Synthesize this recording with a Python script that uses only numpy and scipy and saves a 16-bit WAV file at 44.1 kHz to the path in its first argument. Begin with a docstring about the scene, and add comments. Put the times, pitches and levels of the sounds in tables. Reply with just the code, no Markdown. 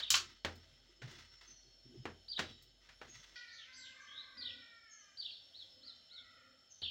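"""Throughout: kitchen air, a thin shimmering insect drone and a faint far low sound, as filtered noise.
From 0 s baked buns are lifted and set down on a steel baking tray: three sharp clacks in quick succession and
dull knocks as struck modes, rubbing crust as ringing grains; birds call as trembling whistles, a hum is a sine.
At 3.36 s time jumps: rubbing and hum stop, the tray rests, and distant roosters crow as rough harmonics.
At 6.82 s time jumps again: the hum is back and one more knock sounds while the near bird calls."""
import sys
import numpy as np
from scipy import signal
from scipy.fft import rfft, irfft
from scipy.io import wavfile

SR = 44100
rng = np.random.default_rng(int(sys.argv[2]) if len(sys.argv) > 2 else 0)


def master(y):
    """Save y as 16-bit WAV."""
    cut = np.clip(np.atleast_2d(y).T, -1, 1)
    pcm = np.round(cut * 32767)  # scale
    wavfile.write(sys.argv[1], SR, pcm.astype(np.int16))


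N = 304290
T = np.arange(N) / SR
JUMP_S, RETURN_S = 3.358, 6.818
TOP_HZ = 15850


def undb(db):
    """Decibels to gain."""
    return 10 ** (np.asarray(db) / 20)


def unit(x):
    """Scale to rms 1."""
    return x / np.sqrt(np.mean(x ** 2))


def on_log(points, hz):
    """Read (Hz, value) points on a log-frequency axis."""
    f, value = np.transpose(points)
    return np.interp(np.log(hz + 1), np.log(f), value)


def shaped(x, gain):
    """Filter by a gain given as a function of frequency."""
    return irfft(rfft(x) * gain(np.fft.rfftfreq(len(x), 1 / SR)), len(x))


def coloured(x, points):
    """Filter x by (Hz, dB) points, then scale to rms 1."""
    return unit(shaped(x, lambda f: undb(on_log(points, f))))


def narrow(hz, width_hz):
    """Noise in one resonance, at rms 1."""
    return unit(shaped(rng.standard_normal(N), lambda f: 1 / (1 + (2 * (f - hz) / width_hz) ** 2)))


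def walk(rate_hz, size=N):
    """Random line of spread about 1 that changes about rate_hz times a second."""
    knots = rng.standard_normal(size // 16 + 2)
    return 1.2 * np.interp(np.arange(size) / SR * rate_hz, np.arange(len(knots)), knots)


def fade(t, t60_s):
    """Exponential decay by 60 dB in t60_s."""
    return np.exp(-np.log(1000) * t / t60_s)


def envelope(start_s, length_s, attack_s, release_t60_s):
    """Rise from start_s, hold until length_s is over, then die away."""
    rise = np.clip((T - start_s) / attack_s, 0, 1)
    return rise * fade(np.maximum(T - start_s - length_s, 0), release_t60_s)


def ringing(x, t60_s):
    """Pass x through a decaying noise response: dense fixed resonances."""
    t = T[:SR // 2]
    return signal.fftconvolve(x, rng.standard_normal(len(t)) * fade(t, t60_s))[:N]


def add(out, s, x):
    """Mix x into out from time s on."""
    start = int(round(s * SR))
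    x, start = x[max(-start, 0):], max(start, 0)
    out[start:start + len(x)] += x[:N - start]


# still air in the kitchen: (frequency [Hz], relative level [dB])
AIR_COLOUR = [(25, -13), (45, 2), (90, 2), (140, -3), (250, -7.5), (550, -6), (800, -9), (1300, -12),
              (2000, -10.5), (2600, -12), (3300, -4), (4200, -6), (5800, -13), (7400, -18.5), (8600, -27),
              (13500, -31.5), (15500, -24)]
AIR_DB = -73


def kitchen_air():
    """Coloured noise through two sets of room resonances that wax and wane slowly."""
    room = sum(ringing(rng.standard_normal(N), t60_s=0.13) * undb(2.6 * walk(3.01)) for _ in range(2))
    return coloured(room, AIR_COLOUR) * undb(AIR_DB)


# narrow bands of the drone: (frequency [Hz], width [Hz], mean level [dB])
INSECTS = [(3062, 220, -78.5), (4350, 58, -80.5), (5210, 40, -77.5), (5357, 14, -76.5), (5416, 15, -76),
           (6560, 140, -89.5), (7090, 69, -92.5), (7480, 100, -93), (10124, 32, -101)]


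def insects():
    """Narrow noise bands, each shimmering in level on its own."""
    return sum(narrow(hz, width_hz) * undb(db + 2.5 * walk(5)) for hz, width_hz, db in INSECTS)


# resonances of the far low sound: (frequency [Hz], width [Hz], relative level [dB])
DISTANT = [(92, 29, -6.5), (256.2, 70, -2), (524, 61, -3)]
# its swells: (start [s], length [s], gain [dB])
SWELLS = [(3.72, 0.23, -80.5), (4.047, 0.1, -81), (4.347, 0.22, -73.5), (5.7, .18, -77.5),
          (6.15, .4, -78.5)]
SWELL_ATTACK_S, SWELL_RELEASE_T60_S, DISTANT_REST_DB = .08, 0.42, -89


def far_sound():
    """Low resonant noise that swells now and then above a constant floor."""
    swell = undb(DISTANT_REST_DB) + sum(
        undb(db) * envelope(s, length_s, SWELL_ATTACK_S, SWELL_RELEASE_T60_S) for s, length_s, db in SWELLS)
    return sum(narrow(hz, width_hz) * undb(db + 3 * walk(8)) for hz, width_hz, db in DISTANT) * swell


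HUM_HZ, HUM_DB = 47, -73.5


def hum():
    """A sine beside the table with a slightly wavering level, silent between the two jumps."""
    heard = (T < JUMP_S) | (T > RETURN_S)
    return np.sqrt(2) * np.sin(2 * np.pi * HUM_HZ * T) * undb(HUM_DB + .4 * walk(2.2)) * heard


# the hand shifts a bun: (start [s], length [s], rubbing level [dB], bumping level [dB])
MOVES = [(0, 0.027, -57.5, -80), (0.127, 0.075, -60, -63), (0.242, 0.075, -66.5, -71),
         (0.471, .08, -65, -65), (.6, 0.46, -76, -77), (1.013, 0.022, -63, -60), (1.069, .16, -62.5, -71),
         (1.302, 0.034, -65.5, -78), (1.406, .1, -67, -73.5), (1.62, 0.11, -89, -75),
         (1.842, 0.065, -79.5, -61), (1.93, 0.2, -80, -61), (2.389, 0.11, -61.5, -60),
         (2.55, 0.18, -88, -75.5), (2.8, .11, -71.5, -80), (3.014, 0.076, -67.5, -65),
         (3.131, 0.24, -65.5, -81)]
MOVE_ATTACK_S, RUB_RELEASE_T60_S, BUMP_RELEASE_T60_S = 0.023, 0.4, 0.37
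# rubbing spectrum: (frequency [Hz], relative level [dB])
RUB_COLOUR = [(100, -12), (300, -10), (700, -3.5), (1500, 6.5), (4000, 9.5), (7000, -2), (8700, -15.5),
              (13000, -30.5), (15500, -11.5)]
# resonances of the soft bumping: (frequency [Hz], width [Hz], relative level [dB])
BUMP_MODES = [(125, 42, 1), (240, 43, -4), (347.5, 110, -1)]
GRAINS_PER_S = 3000


def crust():
    """Each move of the hand makes crust catch and slip in tiny grains that ring the sheet, over soft bumping."""
    rubbing = sum(undb(db) * envelope(s, length_s, MOVE_ATTACK_S, RUB_RELEASE_T60_S)
                  for s, length_s, db, _ in MOVES)
    bumping = sum(undb(db) * envelope(s, length_s, MOVE_ATTACK_S, BUMP_RELEASE_T60_S)
                  for s, length_s, _, db in MOVES)
    slips = rng.random(N) < GRAINS_PER_S / SR
    grains = rng.standard_normal(N) * slips * undb(2 * rng.exponential(size=N))
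    rub = coloured(ringing(grains, t60_s=0.045), RUB_COLOUR) * undb(2 * walk(45))
    bumps = unit(sum(narrow(hz, width_hz) * undb(db + 5.5 * walk(21.984)) for hz, width_hz, db in BUMP_MODES))
    return (rub * rubbing + bumps * bumping) * (T < JUMP_S)


# walls around the yard: (delay [s], level [dB])
ECHOES = [(.034, -15), (.118, -22.5)]


def yard(x, wet_db, t60_s):
    """Sound from outdoors arrives directly, off a few walls and as a diffuse tail."""
    t = T[:SR]
    tail = fade(t, t60_s) + 1.84 * fade(t, 0.11)  # near walls answer first and densely
    tail = tail * (1 - fade(t, 0.011))
    response = undb(wet_db) * unit(rng.standard_normal(SR) * tail) / np.sqrt(SR)
    response[0] += 1
    for s, db in ECHOES:
        response[int(s * SR)] += undb(db)
    return signal.fftconvolve(x, response / np.linalg.norm(response))


def whistle(hz, gain, hoarse, wet_db):
    """A near-sine voice that trembles in pitch and level, heard across the yard."""
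    tremble, flutter = (walk(rate_hz, SR)[:len(hz)] for rate_hz in (900, 220))
    phase = 2 * np.pi * np.cumsum(hz * (1 + hoarse * tremble)) / SR
    voice = np.sqrt(2) * (np.sin(phase) + undb(-40) * np.sin(2 * phase))
    return yard(voice * gain * undb(2.2 * flutter), wet_db, t60_s=0.77)


# slurred notes of the near bird, a held whistle first: (crest time [s], rise time [s], relative level [dB])
CALL = [(.038, .024, 1.5), (.053, 0.00348, 3), (.089, .011, 4), (.103, .004, 0.5), (.131, .012, -3)]
CALL_S, CALL_HZ, CALL_SAG_HZ_PER_S = .16, 4998, 12300  # before each call's pitch ratio
CALL_DIP_SHARE, CALL_ONSET_S, NOTE_DROP_S = .27, .003, .005  # pitch dip between notes


def warble(notes):
    """Pitch and gain: each note lifts both to its crest and drops them quickly, while the whole run sinks."""
    t = T[:int(CALL_S * SR)]
    lifts = np.array([np.exp(-((t - s) / np.where(t < s, rise_s, NOTE_DROP_S)) ** 2) for s, rise_s, _ in notes])
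    gain = np.max([undb(db) * lift ** 0.58 for lift, (_, _, db) in zip(lifts, notes)], axis=0)
    onset = 1 - np.exp(-t / CALL_ONSET_S)
    lift = np.where(t < notes[0][0], onset, lifts.max(axis=0))  # the first note holds its pitch
    return (CALL_HZ - CALL_SAG_HZ_PER_S * t) * (1 - CALL_DIP_SHARE * (1 - lift)), gain


def glide(points):
    """Pitch and gain of a chirp in one sweep."""
    s, hz, db = np.transpose(points)
    t = T[:int(s[-1] * SR)]
    return np.interp(t, s, hz), undb(np.interp(t, s, db))


# near bird: (start [s], level [dB], pitch ratio, level growth [dB/s], diffuse over direct [dB])
WARBLES = [(-.053, -43.5, .98, -20, -4.5), (2.283, -45, 1.0, -20, -4.5), (4.372, -45, 1.01, 45, -2),
           (5.172, -45.5, .985, -10, -4), (6.757, -42, .96, 0, -1)]
WARBLE_HOARSE_SHARE = .013  # of the pitch
# chirp sweeps: (time [s], pitch before ratio [Hz], relative level [dB])
ARCH = [(0, 3000, -17), (.025, 4190, -3.5), (.052, 4660, -5.5), (.072, 4054, -0.5), (.1, 3500, -3.5),
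        (.125, 3130, -38)]
THIN = [(0, 6630, -16), (.025, 6400, 4.5), (.07, 6346, -7), (.125, 5900, -7.5), (.15, 5950, -9)]
RISE = [(0, 3106, -6), (.06, 3385, -3), (.11, 3864, 2), (.15, 4150, -9), (.19, 4146, -17.5)]
RASP = [(0, 4320, -3), (.04, 5000, -7.5), (.08, 4437, -3), (.13, 3496, 2), (.17, 2900, -12),
        (.2, 2566, -6.5)]
# other birds: (sweep, start [s], level [dB], pitch ratio, hoarseness [share of pitch], diffuse over direct [dB])
CHIRPS = [(THIN, 1.46, -60, 0.97, .02, 0), (THIN, 3.075, -60.5, 1.02, 0.025, 0),
          (RASP, 3.23, -52.5, 1.174, .14, 8), (RASP, 3.48, -54, 0.93, 0.083, 8.6),
          (THIN, 3.51, -66.5, 0.96, 0.043, 7), (RASP, 3.725, -54, 1, 0.079, 11),
          (THIN, 3.725, -62, 0.95, 0.04, 6.3), (THIN, 3.755, -68, 1.178, 0.022, 6),
          (THIN, 3.99, -67.5, 0.97, 0.045, 7), (RISE, 4.075, -51.5, 1, 0.032, 3),
          (THIN, 4.895, -59, 1.01, .022, 2), (ARCH, 5.262, -52.5, 1.01, 0.022, 0),
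          (ARCH, 5.53, -50.5, 0.96, .018, 0), (ARCH, 5.812, -52, 1.02, .018, 0),
          (ARCH, 6.09, -51.5, 0.965, .018, 0), (THIN, 6.69, -62.5, 0.99, 0.028, 3.2)]


def birds():
    """The near bird's warbles and the others' chirps, each heard only within its own stretch of time."""
    heard = np.zeros((3, N))  # before, between and after the jumps

    def stretch(s):
        return np.searchsorted([JUMP_S, RETURN_S], s)

    hz, gain = warble(CALL)
    for start_s, db, ratio, growth_db_per_s, wet_db in WARBLES:
        effort = undb(db + growth_db_per_s * (T[:len(hz)] - CALL_S / 2))
        call = whistle(ratio * hz, gain * effort, WARBLE_HOARSE_SHARE, wet_db)
        add(heard[stretch(start_s + CALL_S)], start_s, call)
    for sweep, start_s, db, ratio, hoarse, wet_db in CHIRPS:
        hz, gain = glide(sweep)
        own = stretch(start_s + .75 * len(hz) / SR)
        add(heard[own], start_s, whistle(ratio * hz, gain * undb(db), hoarse, wet_db))
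    return heard[stretch(T), np.arange(N)]


def modes(table, t):
    """Damped sines; every blow meets them in another proportion and phase."""
    return unit(sum(undb(db + rng.normal()) * np.sin(2 * np.pi * (hz * t + rng.random())) * fade(t, t60_s)
                    for hz, db, t60_s in table))


# rim modes of the tray: (frequency [Hz], relative level [dB], t60 [s])
RIM = [(1077, -9, 0.19), (1556, -14, 0.25), (1771, -20, 0.3), (2024, -16, 0.18), (2401, -8, 0.16),
       (2632, -15, 0.25), (2853, -8, 0.16), (3052, -6, 0.18), (3117, 0, 0.1), (3246, -17, 0.24),
       (3343, -18, 0.24), (3424, -13, 0.17), (3828, -5, 0.13), (4027, -4, 0.18), (4355, -3, 0.16),
       (4608, -20, 0.33), (4700, -12, 0.18), (4893, -12, 0.19), (5130, -10, 0.21), (5394, -11, 0.16),
       (5739, -7, 0.13), (5905, -9, 0.14), (6115, -14, 0.18), (6557, -17, 0.23), (6691, -18, 0.24),
       (7257, -8, 0.11)]
# dense ringing of sheet and kitchen: (frequency [Hz], t60 [s])
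RING_T60 = [(100, 0.35), (400, 0.31), (1200, 0.21), (4000, 0.23), (8000, 0.2), (15000, 0.16)]


def blow(colour, low_hz, high_hz, rim_db, crack_db, crack_t60_s):
    """A tick and short crack, the rim's modes and a dense ring; the contact sets the band that is excited."""
    t = T[:SR]
    edges_hz = np.geomspace(50, SR / 2, 14)
    noise = rng.standard_normal(SR)
    ring = 0
    for a, b in zip(edges_hz, edges_hz[1:]):
        band = shaped(noise, lambda f: (f >= a) * (f < b))
        ring = ring + band * fade(t, on_log(RING_T60, np.sqrt(a * b)))
    crack = rng.standard_normal(SR) * fade(t, crack_t60_s)
    crack[0] = 7  # tick of first contact
    # colour doubled in dB: minimum_phase takes the root of the magnitude
    gain = undb(2 * on_log(colour, np.linspace(0, SR / 2, 513)))
    response = signal.minimum_phase(signal.firwin2(511, np.linspace(0, 1, 513), gain))
    sheet = unit(signal.lfilter(response, 1, unit(ring) + undb(crack_db) * unit(crack)))
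    x = sheet + undb(rim_db) * modes(RIM, t)
    # a small hard contact hardly moves the lows, a soft one spares the highs
    for corner_hz in (low_hz, low_hz / 2):
        x = signal.sosfilt(signal.butter(1, corner_hz, "high", fs=SR, output="sos"), x)
    x = signal.sosfilt(signal.butter(2, min(high_hz, TOP_HZ), fs=SR, output="sos"), x)
    return x / np.sqrt(np.mean(x[:SR // 40] ** 2))  # rms 1 over the first 25 ms


# hard metal contacts: (time [s], level [dB], lowest [Hz], highest [Hz])
CLACKS = [(0.104, -27.5, 3600, 10800), (0.142, -28, 980, 4220), (0.1544, -35, 3000, 9200)]
# buns and fingers meeting the tray; the first row is a short ring already sounding at the very start: # (time
# [s], level before build-up [dB], lowest [Hz], highest [Hz], boom drive [dB], contact time [s])
KNOCKS = [(.001, -48.5, 1270, 3180, -69, 0.00083), (0.4478, -36.5, 247, 3030, -48, 0.00017),
          (.555, -69.5, 4000, 10900, -89, 0.001), (1.0176, -50, 280, 2620, -81, 0.0019),
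          (1.074, -55, 400, 4000, -77, 0.0065), (1.108, -56, 500, 5760, -71, 0.0043),
          (1.185, -60.5, 500, 5000, -69.5, 0.0025), (1.218, -69, 245, 4000, -73, 0.0025),
          (1.411, -61, 1090, 3980, -79, 0.00084), (2.0546, -43, 224, 1850, -56, 0.00012),
          (2.377, -46.5, 898, 3010, -79, 0.0045), (2.391, -35, 310, 3700, -55, 0.00095),
          (2.623, -66.5, 4000, 12040, -85, 0.0012), (2.889, -56, 1910, 2300, -88, 0.0025),
          (3.015, -51, 810, 1630, -71, 0.00022), (6.819, -57.5, 89.5, 2500, -56.5, 0.001)]
# spectra of the blows: (frequency [Hz], relative level [dB])
CLACK_COLOUR = [(100, -15), (500, -11), (900, -8), (1200, 5), (1900, -5), (2900, -0.5), (5000, 1),
                (7000, 2.5), (8700, -12), (13000, -12.5), (15500, -1)]
KNOCK_COLOUR = [(60, -0.5), (200, 6), (450, 3), (750, 0.5), (1000, -3), (1700, 3.5), (2400, -1.5),
                (4500, -0.5), (7000, -1), (8700, -9), (13000, -9.5), (15500, 9.5)]
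# modes of the wide tray floor: (frequency [Hz], relative level [dB], t60 [s])
BOOM = [(85.2, 3, 0.53), (97, -10.5, .35), (148, -4, 0.19), (226.2, -1.5, 0.26), (359.5, -11.5, 0.26)]


def tray():
    """Hard clacks ring the rim; soft knocks build up over their contact time and set the tray floor booming."""
    out, t = np.zeros(N), T[:SR]

    def boom():
        return modes(BOOM, t) * (1 - fade(t, 0.098)) / 4

    for s, db, low_hz, high_hz in CLACKS:
        clack = blow(CLACK_COLOUR, low_hz, high_hz, rim_db=-5, crack_db=-5.5, crack_t60_s=.015)
        add(out, s, undb(db) * clack + undb(db - 29) * boom())
    for s, db, low_hz, high_hz, boom_db, contact_s in KNOCKS:
        knock = blow(KNOCK_COLOUR, low_hz, high_hz, rim_db=-27.5, crack_db=2.5, crack_t60_s=0.047)
        knock = knock * (1 - np.exp(-t / contact_s))
        add(out, s, undb(db) * knock + undb(boom_db) * boom())
    return out


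# a rooster's throat heard from afar: (frequency [Hz], relative level [dB])
THROAT = [(450, -32), (950, -11.5), (1300, 2), (1550, 3), (1900, 1.5), (2350, 5), (3000, -15.5),
          (4000, -28)]
BEAK_WIDTH_HZ = 510
BEAK_FOLLOW_POWER = .7  # the beak's resonance moves with this power of the pitch


def crow(length_s, first_hz, middle_hz, last_hz, beak_hz, rough):
    """One note: a wavering stack of harmonics on an arch of pitch, through the throat and open beak."""
    along = np.minimum(T[:SR] / length_s, 1)
    arch_hz = np.polyval(np.polyfit([0, .5, 1], [first_hz, middle_hz, last_hz], 2), along)
    hz = arch_hz * (1 + rough * walk(160, SR) + 0.005 * walk(20.04, SR))
    phase = 2 * np.pi * np.cumsum(hz) / SR
    beak = beak_hz * (arch_hz / first_hz) ** BEAK_FOLLOW_POWER
    gains = {k: undb(on_log(THROAT, k * hz)) / np.hypot(1, 2 * (k * hz - beak) / BEAK_WIDTH_HZ)
             for k in range(1, 7)}
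    stack = sum(g * np.sin(k * phase) for k, g in gains.items())
    return stack / np.sqrt(sum(g ** 2 for g in gains.values()) / 2)


# notes of the crows: (start [s], length [s], first [Hz], middle [Hz], last [Hz], level [dB], fading [dB/s],
# beak resonance at the first pitch [Hz], roughness [share of pitch], diffuse over direct [dB])
CROWS = [(3.28, 0.35, 499, 468, 444, -51.5, 35, 1990, .019, 7.5),
         (3.64, 0.64, 493.3, 529.7, 518.4, -58.5, 7, 1580, .019, 7),
         (3.93, .45, 595, 576, 550.5, -60, 24, 1170, .04, 17),
         (4.33, .79, 493, 465, 390, -58.5, 14, 1880, .017, 5),
         (5.81, .08, 605, 660, 632, -69.5, 10, 1560, 0.062, 13),
         (6.08, .13, 670, 702, 695, -68, -20, 1760, .055, 18),
         (6.22, .25, 668, 657, 648, -63, 20, 1530, .045, 16)]
CROW_ATTACK_S, CROW_RELEASE_T60_S = 0.043, 0.25


def roosters():
    """One long crow in three notes, others from farther off; notes weaken, or grow where fading is negative."""
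    out = np.zeros(N)
    for s, length_s, first_hz, middle_hz, last_hz, db, fading_db_per_s, beak_hz, rough, wet_db in CROWS:
        effort = envelope(0, length_s, CROW_ATTACK_S, CROW_RELEASE_T60_S)[:SR]
        effort = effort * undb(db - fading_db_per_s * T[:SR])
        note = crow(length_s, first_hz, middle_hz, last_hz, beak_hz, rough)
        add(out, s, yard(effort * note, wet_db, t60_s=0.95))
    return out * (T > JUMP_S)


def scene():
    """Tray and hands close by, the yard behind them."""
    background = kitchen_air() + insects() + far_sound() + hum()
    return (background + crust() + birds() + tray() + roosters())[None]


def record(dry):
    """A steep elliptic low-pass cuts everything above TOP_HZ."""
    return signal.sosfilt(signal.ellip(10, .2, 70, TOP_HZ, fs=SR, output="sos"), dry)


dry = scene()
out = record(dry)
master(out)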